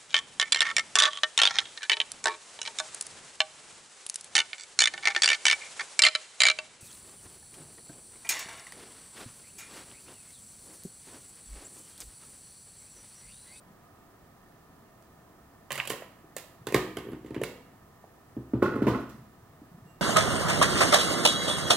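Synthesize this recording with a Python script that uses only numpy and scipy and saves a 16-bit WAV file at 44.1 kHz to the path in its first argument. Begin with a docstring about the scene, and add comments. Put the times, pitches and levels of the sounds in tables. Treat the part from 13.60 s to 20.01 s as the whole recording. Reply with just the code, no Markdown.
"""A plastic tub handled at a kitchen counter, close to a stereo microphone and a little right of it.
Its lid clicks, chirps, knocks and whistles thinly as it is pressed home: noisy snaps, damped wavelets and
ringing modes. Put away on a shelf, the tub bumps heavily and slides: tiny slips excite rumble and squeal.
Paste lands in soft pats, a metal spoon handle rings faintly and fingers tick on a bottle; the kitchen echoes
the handling, and an appliance fan hums in the room: coloured noise through resonances."""
import sys
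import numpy as np
from scipy import signal
from scipy.fft import rfft, irfft, next_fast_len
from scipy.io import wavfile

SR = 44100
rng = np.random.default_rng(int(sys.argv[2]) if len(sys.argv) > 2 else 0)


def unload_wav(signal):
    """Save mono or channel-first audio to the path in sys.argv[1] as 16-bit WAV at rate SR, clipped to [-1, 1]."""
    wavfile.write(
        sys.argv[1],
        SR,
        np.round(np.clip(np.atleast_2d(signal).T, -1, 1) * 32767).astype(np.int16),
    )


N = 282681
TIME = np.arange(N) / SR
BLOW_TIME = np.arange(SR // 4) / SR  # time axis of one short sound, s


def from_db(db):
    """Decibels to gain."""
    return 10 ** (np.asarray(db) / 20)


def rms_one(x):
    """Scale to unit rms."""
    return x / np.sqrt(np.mean(x ** 2) + 1e-20)


def at_hz(points, hz):
    """Read a table on a log-frequency axis."""
    table = np.array(points)
    return np.interp(np.log(hz + 1e-6), np.log(table[:, 0]), table[:, 1])


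def in_time(rows):
    """Columns of a curve at every sample."""
    seconds, *columns = np.transpose(rows)
    return [np.interp(TIME, seconds, column) for column in columns]


def during(rows):
    """True between the first and the last point of a curve."""
    return (TIME > rows[0][0]) & (TIME < rows[-1][0])


def add(track, start, sound):
    """Lay a sound into a track at a time in seconds."""
    i = max(round(start * SR), 0)
    track[..., i:i + sound.shape[-1]] += sound[..., :N - i]


def band(x, low, high):
    """Causal band-pass."""
    sos = signal.butter(2, [low, high], "band", fs=SR, output="sos")
    return signal.sosfilt(sos, x + 1e-18)


def resonate(x, modes):
    """Parallel resonances of (Hz, width in Hz, dB), with alternating signs."""
    out = 0
    for k, (hz, width, db) in enumerate(modes):
        r = np.exp(-np.pi * width / SR)  # the wider the resonance, the faster it decays
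        poles = [1, -2 * r * np.cos(2 * np.pi * hz / SR), r * r]
        gain = (-1) ** k * from_db(db) * (1 - r * r) / 2
        out = out + gain * signal.lfilter([1, 0, -1], poles, x + 1e-18)
    return out


def wavelet(hz, swell):
    """A heavily damped flexing: its envelope swells to 1 in swell seconds, then dies away."""
    envelope = (BLOW_TIME / swell * np.exp(1 - BLOW_TIME / swell)) ** 2
    return envelope * np.sin(2 * np.pi * hz * BLOW_TIME)


def at_level(x, db):
    """Give a short sound the energy of 12 ms at that level."""
    energy = np.sum(x ** 2, axis=-1, keepdims=True)
    return x * from_db(db) * np.sqrt(.012 * SR / (energy + 1e-20))


def lean(x, balance):
    """Tilt a sound between left and right, frequency by frequency."""
    size = next_fast_len(x.shape[-1] + 2048)
    db = at_hz(balance, np.fft.rfftfreq(size, 1 / SR))
    gains = from_db(np.array([db, -db]) / 2)
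    return irfft(rfft(x, size) * gains, size)[:, :x.shape[-1]]


def left_late(x, count):
    """Sound from the right reaches the left microphone a few samples later."""
    return np.array([np.roll(x[0], count), x[1]])


def stereo_noise(spectrum, likeness, size):
    """Two channels of coloured noise, as alike at each frequency as the likeness table says."""
    padded = next_fast_len(size)
    hz = np.fft.rfftfreq(padded, 1 / SR)
    mid, side = rfft(rng.standard_normal((2, padded)))
    alike = np.clip(at_hz(likeness, hz), -1, 1)
    both = np.sqrt((1 + alike) / 2) * mid + np.sqrt((1 - alike) / 2) * side * [[1], [-1]]
    return irfft(both * from_db(at_hz(spectrum, hz)), padded)[:, :size]


# Colour of the room's rush. Each row: frequency in Hz, relative level per Hz in dB.
RUSH_SPECTRUM = [(20, -6), (50, -8.5), (72, -2), (140, -1.5), (260, -4), (420, -7.5), (550, -12),
                 (1000, -11.5), (1450, -18), (1900, -19.5), (2300, -23.5), (4000, -28), (12000, -30),
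                 (14800, -28), (15700, -24.5)]
# Resonances of the fan. Each row: frequency in Hz, width in Hz, relative level in dB.
FAN_MODES = [(159, 2.8, 8), (275, 24, -20), (667, 74, -1), (805, 29, -4.5), (977, 33, -8.5), (1239, 88, -2),
             (1799, 69, -2.5)]
# How alike left and right hear the room. Each row: frequency in Hz, likeness from 0 to 1.
ROOM_TONE_LIKENESS = [(60, 0.98), (130, 0.96), (290, 0.79), (640, 0.56), (1410, 0.8), (3100, 0.033),
                      (15000, 0.058)]
# Balance of the room tone. Each row: frequency in Hz, left minus right in dB.
ROOM_TONE_BALANCE = [(200, 0), (1300, -2), (2400, -0.5), (4400, -4), (15000, -5)]
RUSH_DB, FAN_DB = -57, -63  # rms before the tilt between left and right


def room_tone():
    """A fan's dull rush and resonances over faint hiss; it reaches the left microphone a little sooner."""
    rush = rms_one(stereo_noise(RUSH_SPECTRUM, ROOM_TONE_LIKENESS, size=N))
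    white = stereo_noise([(1, 0)], ROOM_TONE_LIKENESS, size=N)
    fan = rms_one(band(resonate(white, FAN_MODES), 80, 1670))
    left, right = lean(from_db(RUSH_DB) * rush + from_db(FAN_DB) * fan, ROOM_TONE_BALANCE)
    return np.array([left, np.roll(right, 4)])


# How long the kitchen rings. Each row: frequency in Hz, time to fall 60 dB in seconds.
ECHO_T60 = [(100, 1.9), (260, 0.54), (700, .5), (1840, 0.64), (4850, 0.45), (12800, 0.47)]
# Strength of the echoes. Each row: frequency in Hz, reverberant level against direct in dB.
ECHO_SPECTRUM = [(80, -12), (200, -5.5), (400, -6.5), (800, -4), (2000, -5.5), (4500, -2.5), (9000, -8.5),
                 (15000, -4.5)]
# How alike the echoes are left and right. Each row: frequency in Hz, likeness from 0 to 1.
ECHO_LIKENESS = [(100, 1), (300, 0.96), (600, 0.91), (1200, 0.75), (2400, 0.55), (4500, 0.033),
                 (15000, 0.13)]


def kitchen(x, first_echo_s=0.0056, build_s=0.00067):
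    """Dense echoes off tiles and cupboards build up, then die away, lingering longest in the bass."""
    t = np.arange(SR * 3 // 4) / SR
    hz = np.fft.rfftfreq(len(t), 1 / SR)
    noise = rfft(stereo_noise(ECHO_SPECTRUM, ECHO_LIKENESS, size=len(t)))
    swell = 1 - np.exp(-np.maximum(t - first_echo_s, 0) / build_s)
    echoes = 0
    for centre, t60 in ECHO_T60:
        # overlapping bands, each fading at its own pace
        share = at_hz([(f, float(f == centre)) for f, _ in ECHO_T60], hz)
        fade = swell * from_db(-60 * t / t60)
        echoes = echoes + irfft(noise * share, len(t)) * fade / np.sqrt(np.sum(fade ** 2))
    return signal.fftconvolve(x[None], echoes, axes=1)[:, :N]


# Tiny ticks of the fingers. Each row: start in seconds, level in dB.
BOTTLE_TICKS = [(1.424, -69), (1.529, -77)]


def bottle(tick_t60=.03):
    """Fingers tick faintly on a bottle: short decaying bursts of bright noise."""
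    out = np.zeros(N)
    for start, db in BOTTLE_TICKS:
        burst = rng.standard_normal(len(BLOW_TIME)) * from_db(-60 * BLOW_TIME / tick_t60)
        add(out, start, at_level(band(burst, 1800, 14000), db))
    return out


# paste is worked off the spoon in small uneven pats: seconds, seconds, dB, Hz
PASTE_START_S, PASTE_GAP_S, PASTE_DB, PASTE_HZ = 6.115, .034, -44.5, 159


def paste_pats(count=5):
    """Pats at uneven times, strengths and pitches: (s, dB, Hz)."""
    pats = []
    for k, (late, harder, higher) in enumerate(rng.standard_normal((count, 3))):
        start = PASTE_START_S + PASTE_GAP_S * (k + 0.191 * late)
        pats.append((start, PASTE_DB + harder, PASTE_HZ * 2 ** (0.18 * higher)))
    return pats


# Soft pats of paste and hands. Each row: start in seconds, level in dB, pitch in Hz.
DABS = [(.1, -49, 210), (2.641, -46, 345), (3.009, -45.5, 125), (6.016, -40.5, 270)]
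# The faint ring of a metal spoon handle. Each row: frequency in Hz, level in dB.
HANDLE_MODES = [(2789, -68), (5943, -83), (7698, -71), (11838, -79)]
HANDLE_S, HANDLE_WIDTH_S = 6.298, 0.022  # middle and spread of the swell


def spoon(dab_cycles=1.2):
    """Paste lands with soft damped pats; a metal spoon handle rings faintly in a brief swell of pure tones."""
    out = np.zeros(N)
    for start, db, hz in DABS + paste_pats():
        add(out, start, from_db(db) * wavelet(hz, dab_cycles / hz))
    swell = np.exp(-.5 * ((TIME - HANDLE_S) / HANDLE_WIDTH_S) ** 2)
    tones = sum(from_db(db) * np.sin(2 * np.pi * hz * TIME) for hz, db in HANDLE_MODES)
    return out + swell * tones


# Short shoves of the tub. Each row: start in seconds, length in seconds, rumble in dB, squeal in dB.
SHOVES = [(5.021, 0.038, -31, -36), (5.112, 0.093, -33, -39.5), (5.267, 0.04, -28, -54),
          (5.334, 0.016, -33.5, -38)]
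# The shelf under the slide. Each row: frequency in Hz, width in Hz, relative level in dB.
RUMBLE_MODES = [(68, 16, -12), (123, 24, 0.5), (230, 38, 2), (290, 58, 2.5), (440, 154, -1)]
# The squealing contact. Each row: frequency in Hz, width in Hz, relative level in dB.
SQUEAL_MODES = [(780, 400, -6), (846, 32, 2), (1058, 18, 7.5), (1133, 35, 3), (1290, 66, 1.5),
                (1458, 30, 6.5), (1580, 170, -14), (2040, 170, -9.5), (2540, 140, -12.5)]
# each shove breaks away with a louder squeal that soon settles, then dies out
SHOVE_ATTACK_S, RUMBLE_RELEASE_DB_PER_S, SQUEAL_RELEASE_DB_PER_S = 0.0017, 200, 157
BREAKAWAY_DB, BREAKAWAY_S = 6.5, 0.017


def slide(slips_per_s=450):
    """The tub is pushed along: tiny random slips make the shelf rumble and the contact squeal."""
    rumbling, squealing = 0, 0
    for start, length, rumble_db, squeal_db in SHOVES:
        age = np.maximum(TIME - start, 0)
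        after = np.maximum(TIME - start - length, 0)
        push = 1 - np.exp(-age / SHOVE_ATTACK_S)
        rumble_now_db = rumble_db - RUMBLE_RELEASE_DB_PER_S * after
        breakaway_db = BREAKAWAY_DB * np.exp(-age / BREAKAWAY_S)
        squeal_now_db = squeal_db + breakaway_db - SQUEAL_RELEASE_DB_PER_S * after
        rumbling = np.maximum(rumbling, push * from_db(rumble_now_db))
        squealing = np.maximum(squealing, push * from_db(squeal_now_db))
    slips = (rng.random(N) < slips_per_s / SR) * rng.standard_normal(N)
    rumble = rms_one(band(resonate(slips, RUMBLE_MODES), 56, 580))
    squeal = rms_one(band(resonate(slips, SQUEAL_MODES), 400, 2530))
    return rumbling * rumble + squealing * squeal


def contact(start, thump_db, knock_db, knock_hz, snap_db, brightness_db, rattle_t60, crack_db=0):
    """One contact; brightness tilts its snap from the clack through the crack to the tick."""
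    clack_db, tick_db = snap_db - brightness_db, snap_db + brightness_db
    return start, thump_db, knock_db, knock_hz, clack_db, snap_db + crack_db, tick_db, rattle_t60


WALL_Q, WALL_DB = 17, -1.5  # local wall resonances: sharpness, and dB against the broad colour


def touch_snap(colour, levels_db, rattle_t60, snap_t60, rattle_db, grain_db):
    """Grainy noise and a plain click excite the touched wall: row 0 for the microphone, row 1 the room."""
    size = len(BLOW_TIME)
    noise = rng.standard_normal(size)
    grain = np.repeat(rng.standard_normal(size), 16)[:size]  # roughness held for 16 samples
    decay = from_db(-60 * BLOW_TIME / snap_t60) + from_db(rattle_db - 60 * BLOW_TIME / rattle_t60)
    force = noise * from_db(grain_db * grain) * decay
    # where it is touched the wall has a few sharper resonances of its own
    local_hz = np.geomspace(620, 2900, 7) * 2 ** rng.uniform(-.2, .2, 7)
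    local_db = at_hz([(hz, db) for hz, width, db in colour], local_hz) + WALL_DB
    local = zip(local_hz, local_hz / WALL_Q, local_db)
    # summed over all directions the snap's spectrum is smooth, so the room hears a plain click
    touch = np.array([force, BLOW_TIME == 0])
    bright = resonate(touch, colour) + resonate(touch, local)
    clack_db, crack_db, tick_db = levels_db
    clack = at_level(band(bright, 550, 1600), clack_db)
    crack = at_level(band(bright, 1600, 4000), crack_db)
    tick = at_level(band(bright, 4000, 17000), tick_db)
    return clack - crack + tick  # neighbouring bands meet in opposite phase, hence the minus


def ring(blows, modes, ring_db):
    """The body rings on: each mode is a decaying sine started by its own blows."""
    out = 0
    for k, (hz, db, t60) in enumerate(modes):
        r, w = from_db(-60 / (t60 * SR)), 2 * np.pi * hz / SR
        poles = [1, -2 * r * np.cos(w), r * r]
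        sine = signal.lfilter([0, np.sin(w)], poles, blows[k] + 1e-18)
        out = out + (-1) ** k * from_db(db + ring_db) * sine
    return out


def contacts(hits, modes, colour, thump_hz, thump_swell, knock_cycles, snap_t60, rattle_db, grain_db,
             ring_db, bright_db, spread_db, focus_db):
    """Each hit snaps and rattles, knocks the wall, thumps the support and leaves the body ringing.
    Returns what goes straight to the microphone and what spreads into the room."""
    out, blows = np.zeros((2, N)), np.zeros((len(modes), N))
    mode_hz = np.array(modes)[:, :1]
    for start, thump_db, knock_db, knock_hz, clack_db, crack_db, tick_db, rattle_t60 in hits:
        levels_db = clack_db, crack_db, tick_db
        snap = touch_snap(colour, levels_db, rattle_t60, snap_t60, rattle_db, grain_db)
        add(out, start, from_db([[bright_db], [spread_db]]) * snap)
        add(out, start, at_level(wavelet(knock_hz, knock_cycles / knock_hz), knock_db))
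        add(out, start, at_level(wavelet(thump_hz, thump_swell), thump_db))
        # a blow wakes mostly the modes near its own pitch: focus_db less for each octave away
        for db, hz in ((knock_db, knock_hz), (thump_db, thump_hz)):
            octaves_away = np.abs(np.log2(mode_hz / hz))
            add(blows, start, from_db(db - focus_db * octaves_away))
    return out + ring(blows, modes, ring_db)


# The tub bumps on the shelf. Each row: start in seconds, knock in dB, knock pitch in Hz, thump in dB,
# snap in dB before the shelf's bright_db or spread_db, brightness in dB per band.
SHELF_BUMPS = [(4.441, -51, 694, -77, -76, -3), (4.7667, -31, 230, -38.5, -67, -19),
               (4.9346, -22.5, 250, -27.5, -55, -17), (5.0253, -19, 382, -46, -37, -7),
               (5.157, -34, 283, -36.5, -59, 4), (5.22, -21, 292, -30, -43.5, -9.5),
               (5.2677, -20.5, 308, -29.5, -34, -13), (5.281, -30.5, 290, -32, -40.5, -3),
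               (5.318, -23.5, 217, -50, -67, 0), (5.356, -33.5, 306, -60, -54, -4),
               (5.4, -36.5, 230, -60, -59, 2.5), (5.493, -70, 480, -63, -56, 4)]
SHELF_RATTLE_T60_S = 0.087


def shelf_bumps():
    """Each heavy bump of the tub on the shelf, quick rebounds included, is its own row."""
    return [contact(start, thump_db, knock_db, hz, snap_db, brightness_db, SHELF_RATTLE_T60_S)
            for start, knock_db, hz, thump_db, snap_db, brightness_db in SHELF_BUMPS]


# What the shelf rings with. Each row: frequency in Hz, relative level in dB, time to fall 60 dB in seconds.
SHELF_MODES = [(69.7, -11, 0.84), (120.2, -19, 0.35), (125, -10, 0.17), (206.3, -4, 0.15),
               (267.7, -12.5, 0.57), (331.4, -11, 0.38), (366.8, -11, 0.34), (421, -13, 0.22),
               (507.6, -16.5, 0.36), (604, -6, 0.025)]
# Colour of the shelf's snaps. Each row: frequency in Hz, width in Hz, relative level in dB.
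SHELF_COLOUR = [(550, 200, 12), (843, 286, 11.5), (960, 160, 13), (1480, 110, 5.5), (1900, 1100, -1),
                (2900, 900, -13), (4840, 5000, -32), (11000, 22000, -6.5)]


def shelf():
    """Heavy, dull bumps of the tub on a shelf: slow thumps, knocks, snaps and ringing low modes."""
    return contacts(shelf_bumps(), SHELF_MODES, SHELF_COLOUR, thump_hz=124.6, thump_swell=0.023,
                    knock_cycles=0.68, snap_t60=0.012, rattle_db=14, grain_db=7.0, ring_db=3.5,
                    bright_db=-8.5, spread_db=1.5, focus_db=8.5)


# Air past the lid as it is pressed. Each row: time in seconds, lower tone in Hz, upper tone in Hz,
# level of the lower tone in dB; the pitches waver around these values.
WHISTLE = [(3.26, 10950, 12500, -80), (3.29, 11400, 13000, -75), (3.34, 11700, 13400, -73),
           (3.37, 11200, 12450, -62), (3.4, 11480, 12500, -75.5), (3.45, 11250, 12800, -70),
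           (3.5, 11400, 13150, -64), (3.54, 10950, 12700, -71)]


def whistle(waver_hz=110, upper_db=-3):
    """Air whistles thinly past the lid: two gliding tones share one random waver in pitch."""
    lower_hz, upper_hz, db = in_time(WHISTLE)
    slow = signal.butter(2, 150, fs=SR, output="sos")
    waver = rms_one(signal.sosfilt(slow, rng.standard_normal(N)))
    pitches = np.array([lower_hz, upper_hz]) + waver_hz * waver
    lower, upper = np.sin(2 * np.pi * np.cumsum(pitches, axis=1) / SR)
    return during(WHISTLE) * from_db(db) * (lower + from_db(upper_db) * upper)


# Short squeaks of the lid's rim. Each row: start in seconds, level in dB, pitch in Hz, swell in seconds.
SQUEAKS = [(2.2005, -15, 2620, 0.00063), (2.2029, -18.5, 2060, 0.00047), (2.2093, -30, 2000, 0.0008),
           (3.1435, -17, 2180, 0.0011), (3.838, -23.5, 2200, 0.00055)]


def squeaks():
    """The lid's rim slips and chirps for a few milliseconds."""
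    out = np.zeros(N)
    for start, db, hz, swell in SQUEAKS:
        add(out, start, from_db(db) * wavelet(hz, swell))
    return out


# The lid's rim catches and lets go. Each row: start in seconds, snap in dB before the tub's bright_db or
# spread_db, brightness in dB per band, time for the rattle to fall 60 dB in seconds.
RIM_CLICKS = [(2.1053, -41, -6.5, 0.04), (2.1193, -39.5, 3, 0.0068), (2.1275, -45.5, 6, 0.011),
              (2.1547, -43.5, 0, 0.037), (2.1773, -40.5, -2.5, .02), (2.186, -42.5, -7.5, 0.23),
              (2.2527, -49, 0.5, 0.018), (2.274, -43, 6, 0.02), (2.298, -45.5, 10.5, 0.13),
              (2.7732, -56, 3, 0.017), (3.661, -60.5, -3.5, 0.18), (3.7445, -52, -8.5, 0.045),
              (3.836, -39.5, 0.5, 0.029)]
# every click rebounds once, and shakes the wall and the counter a little (dB against the snap)
REBOUND_S, REBOUND_LOSS_DB = 0.0054, 8.5
CLICK_KNOCK_DB, CLICK_KNOCK_HZ, CLICK_THUMP_DB = -5, 564, -9.5
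CLICK_CRACK_DB = 4  # the stiff rim favours the crack


def rim_clicks():
    """Each click of the rim and its quick, weaker rebound."""
    hits = []
    for start, snap_db, brightness_db, rattle_t60 in RIM_CLICKS:
        for k in range(2):
            db = snap_db - k * REBOUND_LOSS_DB
            hits.append(contact(start + k * REBOUND_S, db + CLICK_THUMP_DB, db + CLICK_KNOCK_DB,
                                CLICK_KNOCK_HZ, db, brightness_db, rattle_t60, CLICK_CRACK_DB))
    return hits


# The tub and its lid are knocked. Each row: start in seconds, knock in dB, knock pitch in Hz, snap in dB
# before the tub's bright_db or spread_db, brightness in dB per band, knock's loss per bounce in dB.
TUB_KNOCKS = [(2.143, -52, 510, -51, 0, 17), (2.3017, -32.5, 458, -35.5, -3, 7),
              (2.338, -42.5, 500, -63, -6, 12), (2.421, -44, 570, -65.5, -21, 20),
              (2.7651, -39.5, 547, -41.5, 4.5, 19), (3.0693, -34.5, 407, -39, -2.5, 5),
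              (3.123, -33, 440, -43.5, -2, 9), (3.1443, -19, 385, -27, -4.5, 8.5),
              (3.3693, -34, 370, -41, -4.5, 6), (3.518, -39.5, 230, -60, -5, 18),
              (3.531, -35, 310, -58, -10.5, 15), (3.646, -40, 342, -66, -5, 10),
              (3.706, -35, 328, -60, -7, 11), (3.763, -29.5, 324, -53.5, -10, 15),
              (3.815, -27.5, 457, -47.5, -3, 7)]
BOUNCE_S, BOUNCE_SNAP_LOSS_DB = .0163, 8.5
KNOCK_THUMP_DB, KNOCK_RATTLE_T60_S = -7.5, 0.036  # thump against knock; rattle decay
# only the deeper knocks thump the counter; higher ones stay in the lid
THUMP_BELOW_HZ, THUMP_FALL_DB_PER_OCTAVE = 436, 61


def tub_knocks():
    """Each knock and its two weaker bounces; the thump loses twice as many dB per bounce as the knock."""
    hits = []
    for start, knock_db, hz, snap_db, brightness_db, loss_db in TUB_KNOCKS:
        octaves_above = max(np.log2(hz / THUMP_BELOW_HZ), 0)
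        thump_db = knock_db + KNOCK_THUMP_DB - THUMP_FALL_DB_PER_OCTAVE * octaves_above
        for k in range(3):
            hits.append(contact(start + k * BOUNCE_S, thump_db - 2 * k * loss_db, knock_db - k * loss_db, hz,
                                snap_db - k * BOUNCE_SNAP_LOSS_DB, brightness_db, KNOCK_RATTLE_T60_S))
    return hits


# pressed home, the lid judders down in a short run of dull knocks that grow stronger
JUDDER_START_S, JUDDER_GAP_S = 3.451, .0175
JUDDER_DB, JUDDER_RISE_DB, JUDDER_HZ = -44, 3.5, 370  # first knock, rise per knock, pitch
JUDDER_SNAP_DB, JUDDER_BRIGHTNESS_DB = -71, -11  # first snap before the tub's bright_db or spread_db


def lid_judder(count=3):
    """The lid slips into its seat step by step."""
    hits = []
    for k in range(count):
        db = JUDDER_DB + k * JUDDER_RISE_DB
        snap_db = JUDDER_SNAP_DB + k * JUDDER_RISE_DB
        hits.append(contact(JUDDER_START_S + k * JUDDER_GAP_S, db + KNOCK_THUMP_DB, db, JUDDER_HZ,
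                            snap_db, JUDDER_BRIGHTNESS_DB, KNOCK_RATTLE_T60_S))
    return hits


# What the tub rings with. Each row: frequency in Hz, relative level in dB, time to fall 60 dB in seconds.
TUB_MODES = [(63.8, -12, 0.26), (150, -26, 0.12), (181, -8, 0.13), (212, -7, 0.086), (269, -16.5, 0.71),
             (315.7, -20, 0.81), (365, -21, 0.22), (359, -12.5, 0.06), (486, -59, 0.57), (499, -14, 0.27),
             (575, -19, 0.21), (897, -17, 0.24)]
# Colour of the tub's snaps. Each row: frequency in Hz, width in Hz, relative level in dB.
TUB_COLOUR = [(804, 1390, 0), (1200, 1470, 1.5), (1790, 1260, -2.5), (2770, 596, 2), (4070, 13500, -3.5),
              (6600, 1900, 2.5), (12500, 7900, -9.5)]


def tub():
    """Thin plastic snaps and knocks: rim clicks, bouncing knocks and the lid juddering into its seat."""
    hits = rim_clicks() + tub_knocks() + lid_judder()
    return contacts(hits, TUB_MODES, TUB_COLOUR, thump_hz=130, thump_swell=0.013,
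                    knock_cycles=0.97, snap_t60=0.0056, rattle_db=12, grain_db=2.8, ring_db=-2.5,
                    bright_db=-4.5, spread_db=-3.5, focus_db=3.5)


# Balance of the handling, right of the microphone. Each row: frequency in Hz, left minus right in dB.
HANDLING_BALANCE = [(100, 0.5), (300, -0.2), (700, -4.5), (1300, -3), (2600, -6), (5000, -6), (9000, -11.5),
                    (15000, -9.5)]
# Balance of the echoes. Each row: frequency in Hz, left minus right in dB.
ECHO_BALANCE = [(200, 0), (1000, -1), (2500, -3.5), (5000, -11), (15000, -5)]
# gain with which each source reaches the room; the tub's also serves spoon and bottle, the shelf's the slide
TUB_WET_DB, SQUEAK_WET_DB, SHELF_WET_DB = 0.2, -7, -2.5


def scene():
    """Handling from the right, its echoes and the room tone; counter and shelf have echoes of their own."""
    near, near_spread = tub() + spoon() + bottle()
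    far, far_spread = shelf() + slide()
    chirps = squeaks()
    echoes = kitchen(from_db(TUB_WET_DB) * near_spread + from_db(SQUEAK_WET_DB) * chirps)
    echoes += kitchen(from_db(SHELF_WET_DB) * far_spread)
    counter = left_late(lean(near + chirps + whistle(), HANDLING_BALANCE), count=1)
    put_away = left_late(lean(far, HANDLING_BALANCE), count=3)
    return counter + put_away + lean(echoes, ECHO_BALANCE) + room_tone()


LOW_CUT_HZ, CUTOFF_HZ = 20, 15900


def record(dry):
    """The microphone sheds the deepest bass; the top is cut steeply."""
    low_cut = signal.butter(2, LOW_CUT_HZ, "high", fs=SR, output="sos")
    top_cut = signal.ellip(10, .1, 80, CUTOFF_HZ, fs=SR, output="sos")
    return signal.sosfilt(top_cut, signal.sosfilt(low_cut, dry))


dry = scene()
out = record(dry)
unload_wav(out)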